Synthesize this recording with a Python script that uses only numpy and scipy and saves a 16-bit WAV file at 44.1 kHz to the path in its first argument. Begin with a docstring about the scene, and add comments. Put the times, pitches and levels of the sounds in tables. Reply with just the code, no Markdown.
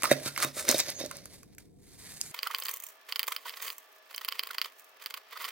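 """A serrated knife saws through a crisp breaded cutlet on a paper plate, heard close up in a small kitchen.
First a slow cut: brittle fracture makes the crust crack and crunch, and the blade rings and knocks the
plate against the table, over a low hum. After an abrupt change of scene come quick strokes over a thin
hiss: the teeth tick, rasp and squeak by stick-slip friction on the paper, about 27 times a second."""
import sys
import numpy as np
from scipy import signal
from scipy.fft import rfft, irfft
from scipy.io import wavfile
from scipy.ndimage import uniform_filter1d

SR = 44100
rng = np.random.default_rng(int(sys.argv[2]) if len(sys.argv) > 2 else 0)


def digitize_waveform(pressure):
    """Quantize a signal to 16-bit integers and store it at the path in sys.argv[1].

    Rows of a 2-D input are taken as channels; values are limited to [-1, 1].
    """
    field = np.atleast_2d(pressure).T
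    bounded = np.clip(field, -1, 1)
    quanta = np.round(bounded * 32767).astype(np.int16)
    wavfile.write(sys.argv[1], SR, quanta)


N = 242977
SIZE = 2 ** 14  # samples in an impulse response
TIME, FREQ = np.arange(N) / SR, np.arange(SIZE // 2 + 1) * SR / SIZE
CHANGE_S = 2.315
SLOW, QUICK = TIME < CHANGE_S, TIME > CHANGE_S
CRISP_HZ = 5600  # "body" lies below, "crisp" above; levels in dB are relative within each layer


# Pushes of the blade. Each row: peak, rise and fall in seconds, then body, crisp and plate levels in dB.
BLADE_PUSHES = [(.048, 0.043, 0.078, -30, -32, -45.5), (.113, 0.041, 0.1, -32, -35, -30),
                (.215, 0.046, 0.05, -50, -60, -43), (.275, 0.09, 0.046, -30, -30, -56),
                (.385, 0.011, 0.12, -32, -35, -75), (.432, 0.098, 0.066, -31.5, -31.5, -42.5),
                (.462, 0.026, 0.041, -52, -50, -40.5), (.583, 0.042, 0.083, -33, -30.5, -49),
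                (.607, 0.035, 0.064, -37.5, -35, -43.5), (.698, 0.047, 0.059, -24, -25.5, -29),
                (.763, 0.062, 0.045, -26, -27.5, -43.5), (.797, 0.018, 0.038, -24, -32, -43),
                (.886, 0.069, 0.067, -29.5, -33, -44.5), (1.002, 0.033, 0.053, -35, -37.5, -39),
                (1.053, 0.07, .02, -36, -40, -38.5), (1.15, 0.19, .24, -47, -49.5, -53),
                (1.35, .12, 0.1, -50, -48.5, -70), (1.53, 0.071, 0.058, -60.5, -62, -82.5),
                (1.595, 0.016, 0.097, -55, -54.5, -72.5), (1.85, 0.043, 0.13, -59, -57, -93),
                (1.94, 0.09, 0.11, -54.5, -53, -90), (2.06, 0.19, 0.55, -46, -44.5, -95),
                (2.27, 0.25, 0.17, -45.5, -41.5, -95)]

def slow_cut(count=4):
    """Forced vibration: each push crushes and scrapes the crust and drives the blade."""
    friction = np.sqrt(swells(BLADE_PUSHES)[:2]) * clumps(per_s=110, depth_db=5) * SLOW
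    out = blade(friction[0]) + scrapes()
    for k, (stretch, share) in enumerate(spots(shift=.06, wander_db=4, count=count)):
        crust = crunch(friction * share, stretch) + cracks(k, count, stretch)
        out += kitchen(crust, right_db=-.6, near=(-4.5, .008), room=(-12, .18))
    return out

# The loudest snaps. Each row: start in seconds, body and crisp energies in dB, crumbling time in seconds.
CRUST_SNAPS = [(.022, -14, -10, .0008), (.0334, 0, 1, .0006), (.0407, -6, -2, .0006), (.048, -8, -7, .001),
               (.0543, -7, -8.5, .001), (.1113, -8, -5, .001), (.1135, -3, -.5, .001),
               (.1195, -5, -2.5, .0008), (.1263, -8, -3, .001), (.1345, -13, -13, .0008),
               (.1991, -25, -22, .0006), (.3622, -11, -17, .0014), (.3767, -3.5, -4.5, .001),
               (.402, -11, -8.5, .0014), (.4245, -6, -4, .0014), (.427, -7, -4, .001), (.431, -3, -2, .001),
               (.4365, -7, -5, .0014), (.4408, -8, -9, .0014), (.4465, -7, -2, .0014),
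               (.6516, -18, -14, .0006), (.683, -6, -4.5, .0014), (.6897, -3.5, 7.5, .0005),
               (.7132, -7, 3.5, .0003), (.725, -9, -8, .0008), (.7434, -23, -9.5, .0006),
               (.774, -22, -12, .0005), (.7818, -25, -4, .0005), (.7868, -25, -7, .0004),
               (.7898, -22, -4, .0003), (.8002, -16, -4, .0003), (.8026, -10, -1, .0006),
               (.8836, -28, -16, .001), (.902, -25, -10, .0008), (1.0612, -23, -14.5, .0008),
               (1.1125, -17, -14, .0015), (1.4312, -33, -27, .002), (1.549, -41, -33, .001),
               (1.582, -24.5, -20, .0035), (1.1687, -35, -17, .001), (1.2564, -28, -16, .0008),
               (2.2133, -36, -3.5, .0003)]
# Spectrum of a snap. Each row: frequency in Hz, level in dB.
SNAP_SPECTRUM = [(300, -9), (900, -15), (1250, 0), (1900, 3.5), (2800, -1), (3800, -7.5), (5000, 1.5),
                 (7000, -1), (10000, -10), (13000, -7), (16000, -11)]

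def cracks(spot, count, stretch):
    """Brittle fracture: large flakes of crust release their elastic energy all at once."""
    flakes = np.array(CRUST_SNAPS)[spot::count]
    drive = snaps(flakes[:, :3], crumble=5.4, crumble_s=flakes[:, 3])
    return amp(-.5) * contact(drive, SNAP_SPECTRUM, stretch, low_hz=370, bend_s=.00028, order=3)

# Spectrum of crushed crust. Each row: frequency in Hz, level in dB.
CRUNCH_SPECTRUM = [(400, -7.5), (900, -14), (1300, -13.5), (1850, -6), (2800, -11.5), (3750, -6),
                   (4600, -0.5), (5500, 1.5), (6700, 6.5), (9000, -2), (12500, -7.5), (14000, -3),
                   (15500, -21)]

def crunch(friction, stretch):
    """Acoustic emission: many small fractures and a few larger ones merge into a fizz."""
    crumbs = grains(per_s=3000, spread_db=3.5) + amp(-9) * grains(per_s=70, spread_db=1.2)
    drive = friction * crumbs
    return amp(-1.2) * contact(drive, CRUNCH_SPECTRUM, stretch, low_hz=508, bend_s=.000092, order=3)

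# Scrapes of the edge. Each row: centre and length in seconds, pitch in Hz, level in dB.
EDGE_SCRAPES = [(.0425, 0.0042, 1176, -24), (.0495, 0.0043, 1150, -34.5), (.056, 0.0081, 1190, -32.5),
                (.073, 0.024, 1280, -46), (.103, 0.015, 1800, -42), (.1145, 0.0081, 1910, -24.5),
                (.277, .036, 1380, -44.5), (.38, 0.0074, 1760, -40.5), (.403, 0.015, 1510, -41.5),
                (.434, 0.028, 1175, -35.5), (.594, 0.035, 1360, -46), (.688, 0.023, 1800, -33),
                (.806, 0.0051, 1750, -51), (.975, 0.055, 6470, -46.5), (1.02, 0.033, 5530, -48),
                (1.114, 0.0048, 1330, -39), (2.08, 0.081, 1850, -63.5), (2.24, .09, 1820, -64)]

def scrapes():
    """Resonance: the scraped crust answers with a hollow note."""
    return kitchen(judders(EDGE_SCRAPES, width_hz=480), right_db=.5, near=(-10, .013), room=(-8.5, .2))

# The blade breaks through. Each row: start in seconds, plate level in dB, length of the push in seconds,
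# blade level in dB, place from 0 (middle) to 1 (rim).
BREAKTHROUGHS = [(.034, -10, 0.0025, -29.5, 0), (0.1151, 6.5, 0.00024, -0.5, 0),
                 (0.261, 3.5, 0.0068, -15, 0.15), (0.4479, 0, 0.0042, -9, 0), (.568, -17.5, 0.0013, -23, 0),
                 (0.6931, -1.5, 0.0013, -5, 0.92), (.745, -4, 0.00024, -8, 0.59),
                 (0.886, -15.5, 0.0031, -26, 0), (1.012, -10.5, 0.0017, -16, 0.16),
                 (1.039, -9, 0.0023, -40, 0.9)]

def knocks():
    """Cushioned impact: the blade knocks the plate through the meat; a longer push sounds duller."""
    out, t = np.zeros(N), TIME[:SIZE]
    for start, db, length, _, rim in BREAKTHROUGHS:
        push = t * np.exp(-t * 2 * np.pi / length)
        add(out, start, amp(db) * irfft(rfft(push / push.sum()) * plate_response(rim)))
    return out * amp(4.5)

# Modes of the loaded plate. Each row: frequency in Hz, level in dB, T60 in seconds, rim change in dB.
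PLATE_MODES = [(141.5, -20.5, .36, -10), (263, -24.5, .3, 9), (735, -21, .05, 0), (328, -4, .04, 0),
               (410, -7, .03, 0), (562, 3.5, .026, 0), (620, -5, .02, 0), (1470, -25, .03, 0)]

def plate_response(rim):
    """Mode shapes: toward the rim the plate's lowest mode gives way to the second."""
    return ringing([(hz, db + rim * rim_db, t60) for hz, db, t60, rim_db in PLATE_MODES])

def plate():
    """Free and forced vibration: the plate thuds at each knock and shudders under the dragging blade."""
    shake = np.sqrt(swells(BLADE_PUSHES)[2]) * SLOW
    shudder = amp(-1.5) * filtered(shake * grains(per_s=2000, spread_db=-2), plate_response(rim=.37))
    return kitchen(knocks() + shudder, right_db=3.5, near=(-16, .012), room=(-15, .28))

# Modes of the blade. Each row: frequency in Hz, level in dB, T60 in seconds.
BLADE_MODES = [(1880, -9.5, .04), (2220, -3.5, 0.039), (2580, -6, 0.12), (3743, 3.5, 0.066),
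               (4240, -5.5, 0.027), (6500, -9.5, 0.055)]

def blade(friction):
    """Modal ringing: the steel rings as it breaks through, and sings faintly under a firm push."""
    firmness = np.sqrt(friction / (friction + amp(-32.5)))
    force = amp(-14.5) * friction * firmness * grains(per_s=3900, spread_db=-2)
    for start, _, _, db, _ in BREAKTHROUGHS:
        add(force, start, amp([db]))
    return filtered(force, ringing(BLADE_MODES)) * np.ones((2, 1))

# Quick strokes. Each row: first and last tooth in seconds, number of teeth, speed-up as a fraction,
# body and crisp levels in dB.
SAW_STROKES = [(2.342, 2.688, 10, 0.15, -38.5, -37), (3.087, 3.363, 8, -0.12, -40, -38),
               (3.463, 3.695, 9, 0.34, -43, -66), (4.108, 4.387, 9, -0.022, -42.5, -43),
               (4.429, 4.655, 7, 0.049, -39, -39), (5.022, 5.172, 5, 0.17, -40.5, -40),
               (5.327, 5.484, 5, 0.13, -40.5, -43.5)]

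def passing_teeth(scatter_db=4, ease_db=2):
    """Tooth rate is speed over spacing; gives each tooth's time in seconds, body and crisp dB."""
    teeth = []
    chances = rng.standard_normal((len(SAW_STROKES), 32))
    for (first, last, count, speed_up, body, crisp), chance in zip(SAW_STROKES, chances):
        for travel, luck in zip(np.linspace(0, 1, count), chance):
            press_db = scatter_db * luck - ease_db * (2 * travel - 1) ** 2  # lighter at both ends
            elapsed = travel + speed_up * travel * (1 - travel)
            teeth.append((first + (last - first) * elapsed, body + press_db, crisp + press_db))
    return teeth

def rubbing(fade_s=.038):
    """Sliding friction: the flat of the blade rubs all through a stroke; body and crisp power."""
    power = 0
    for first, last, _, _, body, crisp in SAW_STROKES:
        outside_s = np.abs(TIME - np.clip(TIME, first, last))
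        power += np.outer(amp([body - 14.5, crisp - 18]) ** 2, np.exp(-2 * outside_s / fade_s))
    return power

SCUFF_S, SCUFF_LAG_S = .0037, .002934  # a scuff is strongest just after the tooth lets go

def scuffs(teeth):
    """Slip: each tooth gives a bell-shaped burst of friction; body and crisp power."""
    power = np.zeros((2, N))
    t = np.arange(-2 * SCUFF_S, 2 * SCUFF_S, 1 / SR)
    bell = .5 ** ((2 * t / SCUFF_S) ** 2)
    for start, *levels in teeth:
        for track, db in zip(power, levels):
            add(track, start + SCUFF_LAG_S + t[0], amp(db) ** 2 * bell)
    return power

# A slice parts and crumbles. Each row: peak, rise and fall in seconds, body and crisp levels in dB.
CRUMBLING = [(2.69, 0.075, 0.16, -47, -44.5), (2.85, 0.039, 0.11, -55.5, -46),
             (3.3, 0.069, 0.11, -59, -48.5), (3.49, 0.065, 0.028, -38.5, -40),
             (3.675, 0.22, 0.085, -45, -39.5), (3.78, 0.052, 1, -67, -61.5),
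             (4.235, 0.028, 0.031, -48, -48), (4.375, 0.099, 0.029, -47, -49),
             (4.79, 0.1, 0.17, -61.5, -54.5), (5.45, 0.12, 0.099, -39.5, -41.5)]
# Modes of the paper. Each row: frequency in Hz, level in dB, T60 in seconds.
PAPER_MODES = [(1135, 5.5, 0.03), (2110, -1, 0.022), (3100, -4, 0.025), (4760, -6, 0.015)]

def sawing(count=4, wall_s=.0093):
    """Impact and friction: the teeth tick and rasp and excite the paper; a nearby wall reflects it all."""
    teeth, rub = passing_teeth(), rubbing()
    crumbling = swells(CRUMBLING) * clumps(per_s=170, depth_db=8) ** 2 * QUICK
    uneven_rub = rub * clumps(per_s=150, depth_db=15) ** 2
    friction = amp(-3.5) * np.sqrt(scuffs(teeth) + uneven_rub + crumbling) * QUICK
    out = squeaks(teeth)
    for k, (stretch, share) in enumerate(spots(shift=.015, wander_db=2.5, count=count)):
        scuff = rasp(share * friction, rub + crumbling, k, count, stretch)
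        tick = ticks(teeth, k, count, stretch)
        paper = amp(-19) * filtered(scuff + tick, ringing(PAPER_MODES))
        out += kitchen(scuff + paper, right_db=2, near=(0, .018), room=(-7, .042))
        out += kitchen(tick, right_db=3, near=(-8, .016), room=(-15, .06))
    wall_echo = amp(-18) * filtered(out[::-1], np.exp(-2j * np.pi * FREQ * wall_s))
    return out + wall_echo

# Teeth that catch hard. Each row: start in seconds, body and crisp energies in dB.
HARD_CATCHES = [(2.3901, -8, -20), (2.431, -6.5, -8.5), (2.472, -11.5, -12), (2.512, -24, -33),
                (2.5473, -3.5, -10), (2.5843, -21, -11), (2.6227, -13.5, -20), (2.657, -12, -24),
                (2.684, -12, -11.5), (3.1235, -8, -16.5), (3.159, -4.5, -12.5), (3.194, -4, -0.5),
                (3.2305, -7, -7), (3.2695, -23, -13), (3.3636, -9.5, -10), (3.4945, -15, -15),
                (3.6803, -14.5, -18), (3.7022, -14, -14), (4.146, -16.5, -18), (4.1797, -13, -12),
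                (4.248, -12, -8.5), (4.2869, -6.5, -6.5), (4.3232, -9, -14), (4.3936, -3, -7.5),
                (4.4349, -12.5, -11.5), (4.4724, -21, -17), (4.511, -24, -40), (4.5457, -22.5, -42),
                (4.5828, -4, -13), (4.6153, -2, -7), (4.646, -13, -21), (5.0604, -10, -10.5),
                (5.108, -23, -31), (5.1408, -12, -15), (5.4431, -14, -17)]
# Spectrum of a tick. Each row: frequency in Hz, level in dB.
TICK_SPECTRUM = [(150, -20), (300, -53), (450, -15), (800, -25), (1120, 1), (1600, -2), (2400, 2),
                 (3100, 7.5), (3750, -4.5), (4250, 4.5), (4800, 10.5), (5130, 6), (5350, -10), (5900, -3),
                 (7200, -3.5), (10000, 3), (14500, 12)]

def ticks(teeth, spot, count, stretch):
    """Elastic release: some teeth catch hard and let go; the others only tick."""
    catch_times = np.array(HARD_CATCHES)[:, 0]
    light = [(start, body + 4.5, crisp + 4.5) for start, body, crisp in teeth
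             if np.min(np.abs(catch_times - start)) > .012]
    drive = snaps((HARD_CATCHES + light)[spot::count], crumble=.3, crumble_s=.0005)
    return contact(drive, TICK_SPECTRUM, stretch, low_hz=245, bend_s=.000914, order=8)

# Single flakes break off. Each row: start in seconds, crisp energy in dB.
LOOSE_FLAKES = [(2.5999, -12.5), (2.6355, -13.5), (2.6523, -11.5), (2.6928, -12), (2.7125, -12.5),
                (2.7388, -10), (2.7617, -18.5), (2.77, -16), (2.8, -17.5), (2.8228, -22), (2.837, -12.5),
                (2.866, -17), (3.282, -15.5), (3.5715, -20), (3.6518, -17), (3.7813, -18), (4.161, -15)]
# Spectrum of the rasp. Each row: frequency in Hz, level in dB.
RASP_SPECTRUM = [(150, -43), (300, -25.5), (450, -9), (800, -17), (1120, 0), (1700, -4.5), (2300, -2.5),
                 (3100, -4.5), (3900, -6.5), (4700, -6), (5800, -4.5), (8000, -9.5), (11000, -10.5),
                 (14500, -4)]

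def rasp(friction, stray_power, spot, count, stretch):
    """Roughness noise: friction comes in tiny grains, while flakes snap and stray crumbs crackle."""
    grit = friction * grains(per_s=3500, spread_db=4.5)
    flakes = [(start, db - 15.5, db) for start, db in LOOSE_FLAKES[spot::count]]  # hardly any body
    breaks = snaps(flakes, crumble=2, crumble_s=.002)
    strays = amp([[-15], [-9]]) * np.sqrt(stray_power) * grains(per_s=60, spread_db=5.5) * QUICK
    return contact(grit + breaks + strays, RASP_SPECTRUM, stretch, low_hz=124, bend_s=.000652, order=8)

# The louder squeaks. Each row: centre and length in seconds, pitch in Hz, level in dB.
PAPER_SQUEAKS = [(2.347, 0.007, 1110, -45.5), (2.4695, 0.0072, 1290, -30.5), (2.508, 0.0098, 1110, -37.5),
                 (2.543, 0.0062, 1130, -36.5), (3.319, 0.013, 1120, -42), (3.462, 0.0087, 1080, -41.5),
                 (4.508, 0.0058, 1440, -40), (5.366, 0.013, 1170, -44.5), (5.41, 0.02, 1150, -42.5),
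                 (5.446, 0.013, 1156, -41), (5.478, 0.012, 1130, -51)]

def squeaks(teeth, pitch_hz=1164, length_s=.0043):
    """Stick-slip on paper: a faint, rough note for every tooth, and a few loud ones."""
    faint = [(start + SCUFF_LAG_S, length_s, pitch_hz * np.exp(.055 * luck), body - 9.5)
             for (start, body, _), luck in zip(teeth, rng.standard_normal(SIZE))]
    notes = judders(PAPER_SQUEAKS + faint, width_hz=300)
    return kitchen(notes, right_db=3, near=(-9, .013), room=(-14, .098))

def judders(table, width_hz):
    """Stick-slip excitation: each burst of irregular slips rings one broad resonance."""
    out = np.zeros(N)
    for (centre, length, hz, db), slips in zip(table, rng.standard_normal((len(table), SIZE))):
        t = np.arange(-1.5 * length, 1.5 * length, 1 / SR)
        b, a = signal.iirpeak(hz, hz / width_hz, fs=SR)
        note = signal.lfilter(b, a, signal.lfilter(b, a, slips))[-len(t):]
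        note *= .5 ** ((2 * t / length) ** 2)
        add(out, centre + t[0], amp(db) * np.sqrt(length * SR) * note / np.linalg.norm(note))
    return out

def snaps(table, crumble, crumble_s):
    """Stress release: one sharp impulse, then a moment of crumbling; body and crisp drives."""
    drive, t = np.zeros((2, N)), TIME[:SR // 50]
    fades = np.broadcast_to(crumble_s, len(table))
    for (start, *levels), fade in zip(table, fades):
        force = rng.standard_normal(len(t)) * np.exp(-t / fade)
        force *= crumble / np.linalg.norm(force)
        force[0] = 1
        for track, db in zip(drive, levels):
            add(track, start, amp(db) * force / np.linalg.norm(force))
    return drive

def swells(table, rounding=.85):
    """Loading and release: power moves 20 dB over each rise and fall, one track for each level column."""
    power = 0
    for peak, rise, fall, *levels in table:
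        away = np.abs(np.where(TIME < peak, (peak - TIME) / rise, (TIME - peak) / fall))
        power += np.outer(amp(levels) ** 2, amp(-20 * away ** rounding) ** 2)
    return power

def grains(per_s, spread_db):
    """A Poisson process: tiny fractures of uneven size at random moments; rms 1."""
    size = amp(spread_db * np.minimum(rng.exponential(size=N), 4)) * rng.choice([-1, 1], N)
    impulses = size * (rng.random(N) < per_s / SR)
    return impulses / np.std(impulses)

def clumps(per_s, depth_db):
    """Amplitude modulation: crust gives way in uneven clumps; a wandering gain of rms 1."""
    steps = np.cumsum(rng.uniform(.5, 1.5, SIZE)) / per_s
    gain = amp(depth_db * np.interp(TIME, steps, rng.uniform(-1, 1, SIZE)))
    return gain / np.sqrt(np.mean(gain ** 2))

def spots(shift, wander_db, count):
    """A moving contact point: each spot has its own frequency stretch and share of the friction."""
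    steps = np.arange(0, TIME[-1], .02)
    wander = rng.standard_normal((count, len(steps)))
    share = amp([wander_db * np.interp(TIME, steps, path) for path in wander])
    return zip(1 + shift * np.linspace(-1, 1, count), share / np.linalg.norm(share, axis=0))

def contact(drive, spectrum, stretch, low_hz, bend_s, order):
    """Dispersion: bending waves bring the treble of both coloured drives first, 1 kHz bend_s later."""
    gain = colour(np.array(spectrum) * [stretch, 1]) * highpass(low_hz, order=3)
    crossover = highpass(CRISP_HZ, order)
    body = unit(gain * np.sqrt(1 - crossover ** 2), band=FREQ > 800)
    crisp = unit(gain * crossover)
    bending = np.exp(-4j * np.pi * bend_s * np.sqrt(1000 * FREQ))
    return filtered(drive[0], causal(body) * bending) + filtered(drive[1], causal(crisp) * bending)

def ringing(modes):
    """Modal superposition: the response of damped modes, shaped by a small object's weak bass radiation."""
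    t = TIME[:SIZE]
    ring = sum(amp(db) * np.cos(2 * np.pi * hz * t) * amp(-60 * t / t60) for hz, db, t60 in modes)
    tone = colour([(630, 12), (850, -3), (1400, -9.5), (4000, -.5), (9000, -11)])
    return unit(rfft(ring) * causal(highpass(130, order=2) * tone))

def kitchen(x, right_db, near, room):
    """Reverberation: near scatter off table and dishes, then the room; each is (dB, T60 in seconds)."""
    t, echoes = TIME[:SIZE], 0
    for (db, t60), apart_hz in ((near, 4000), (room, 350)):
        tail = diffuse(apart_hz, count=SIZE) * amp(-60 * t / t60) * (t > .0004)
        echoes += amp(db) * unit(rfft(tail))
    return filtered(x, 1 + echoes) * amp([[-right_db / 2], [right_db / 2]])

# The left microphone port against the right. Each row: frequency in Hz, phase lead in radians at the
# crust and deep in the cut, level in dB.
PORT_CUES = [(20, 0, 0, 0), (300, -.2, -.1, -1), (600, -.3, -.4, -4), (1000, -.1, 0, -8),
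             (1300, -.2, .1, -10), (1900, -.4, -.3, -3.5), (2500, -.7, -.4, -3.5), (3600, -1.6, -.3, -1),
             (5000, -2.4, -.7, -4), (7000, -1.7, -1.3, -3), (8500, -.7, -.7, -.5), (10500, 0, 0, 0),
             (12300, 2.1, 2.1, 0), (14500, 3.1, 3.1, -.5)]

def ports(x, deep_from_s=.41, deep_to_s=.78):
    """Near field: each port hears its own level and phase; the phase shifts as the blade sinks in."""
    hz, *columns = np.transpose(PORT_CUES)
    shallow_lead, deep_lead, db = (np.interp(FREQ, hz, column) for column in columns)
    deep = uniform_filter1d(1. * ((TIME > deep_from_s) & (TIME < deep_to_s)), size=SR // 25)
    return sum(filtered(x * share, np.array([amp(db / 2) * np.exp(1j * lead), amp(-db / 2)]))
               for share, lead in ((1 - deep, shallow_lead), (deep, deep_lead)))

# Spectra of the hum and the hiss. Each row: frequency in Hz, spectral density in dB.
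HUM_SPECTRUM = [(15, -55.5), (25, -18), (80, -7.5), (170, -7), (217, -10), (489, -16.5), (591, -37.5),
                (695, -22.5), (754, -30), (1940, -60), (5000, -62), (14400, -69.5), (16000, -41.5)]
HISS_SPECTRUM = [(35, -101), (60, -89), (287, -13), (338, -17.5), (427, -3), (503, -12), (621, -7),
                 (682, -6), (1140, -7), (2970, -12), (4860, -18), (5460, -15), (8920, -44), (16000, -34)]
# Faint resonances in the hiss. Each row: frequency and width in Hz, boost in dB.
HISS_RESONANCES = [(530, 20, 9), (635, 16, 14), (1170, 20, 12), (1232, 16, 10), (1712, 20, 14),
                   (1757, 20, 13), (2340, 20, 8), (2638, 18, 11), (3240, 50, 5)]

def background():
    """Coloured noise: a low hum in the first scene, a thin hollow hiss in the second."""
    second = np.clip((TIME - CHANGE_S) / .0054, 0, 1)
    peaks = amp(sum(db / (1 + (2 * (FREQ - hz) / width) ** 2) for hz, width, db in HISS_RESONANCES))
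    hum = amp(-56.5) * filtered(diffuse(apart_hz=130), unit(colour(HUM_SPECTRUM)))
    hiss = amp(-58.5) * filtered(diffuse(apart_hz=1000), unit(colour(HISS_SPECTRUM) * peaks))
    return hum * (1 - second) + hiss * second

def diffuse(apart_hz, count=N):
    """A diffuse field: noise at two ports is alike in the bass, unrelated in the treble."""
    mid, side = rng.standard_normal((2, count))
    side = filtered(side, highpass(apart_hz, order=1))
    return np.array([mid + side, mid - side]) / np.sqrt(2)

def amp(db):
    """Decibels to amplitude ratio."""
    return 10 ** (np.asarray(db) / 20)

def colour(points):
    """Spectral envelope through (Hz, dB) points."""
    hz, db = np.transpose(points)
    return amp(np.interp(np.log(FREQ + 1), np.log(hz), db))

def highpass(hz, order):
    """Gain of a maximally flat high-pass."""
    return 1 / np.sqrt(1 + (hz / (FREQ + 1)) ** (2 * order))

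def causal(gain):
    """Minimum phase: the response with this gain that starts at once and rings out."""
    cepstrum = irfft(np.log(np.maximum(gain, 1e-5)))
    cepstrum[1:SIZE // 2] *= 2
    cepstrum[SIZE // 2 + 1:] = 0
    return np.exp(rfft(cepstrum))

def filtered(x, response):
    """Convolution: pass a sound through a frequency response."""
    lead = SIZE // 16
    impulse = np.roll(irfft(response), lead, axis=-1)
    y = signal.oaconvolve(np.atleast_2d(x), np.atleast_2d(impulse), axes=-1)
    return np.squeeze(y[:, lead:lead + x.shape[-1]])

def unit(response, band=True):
    """Normalisation to unit energy inside a band."""
    return response / np.sqrt(np.mean(np.abs(response) ** 2 * band))

def add(track, start_s, sound):
    """Superposition: mix a sound into a track."""
    start = int(np.clip(start_s * SR, 0, N - 1))
    track[start:start + len(sound)] += sound[:N - start]

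def scene():
    """Superposition of both cuts and the room behind them."""
    return ports(slow_cut() + plate()) + sawing() + background()

def record(dry, ceiling=.85, top_hz=16200):
    """Soft saturation rounds only the highest peaks; a low-pass cuts the top."""
    rounded = dry / (1 + (dry / ceiling) ** 6) ** (1 / 6)
    return signal.sosfilt(signal.ellip(8, .2, 70, top_hz, fs=SR, output="sos"), rounded)


dry = scene()
out = record(dry)
digitize_waveform(out)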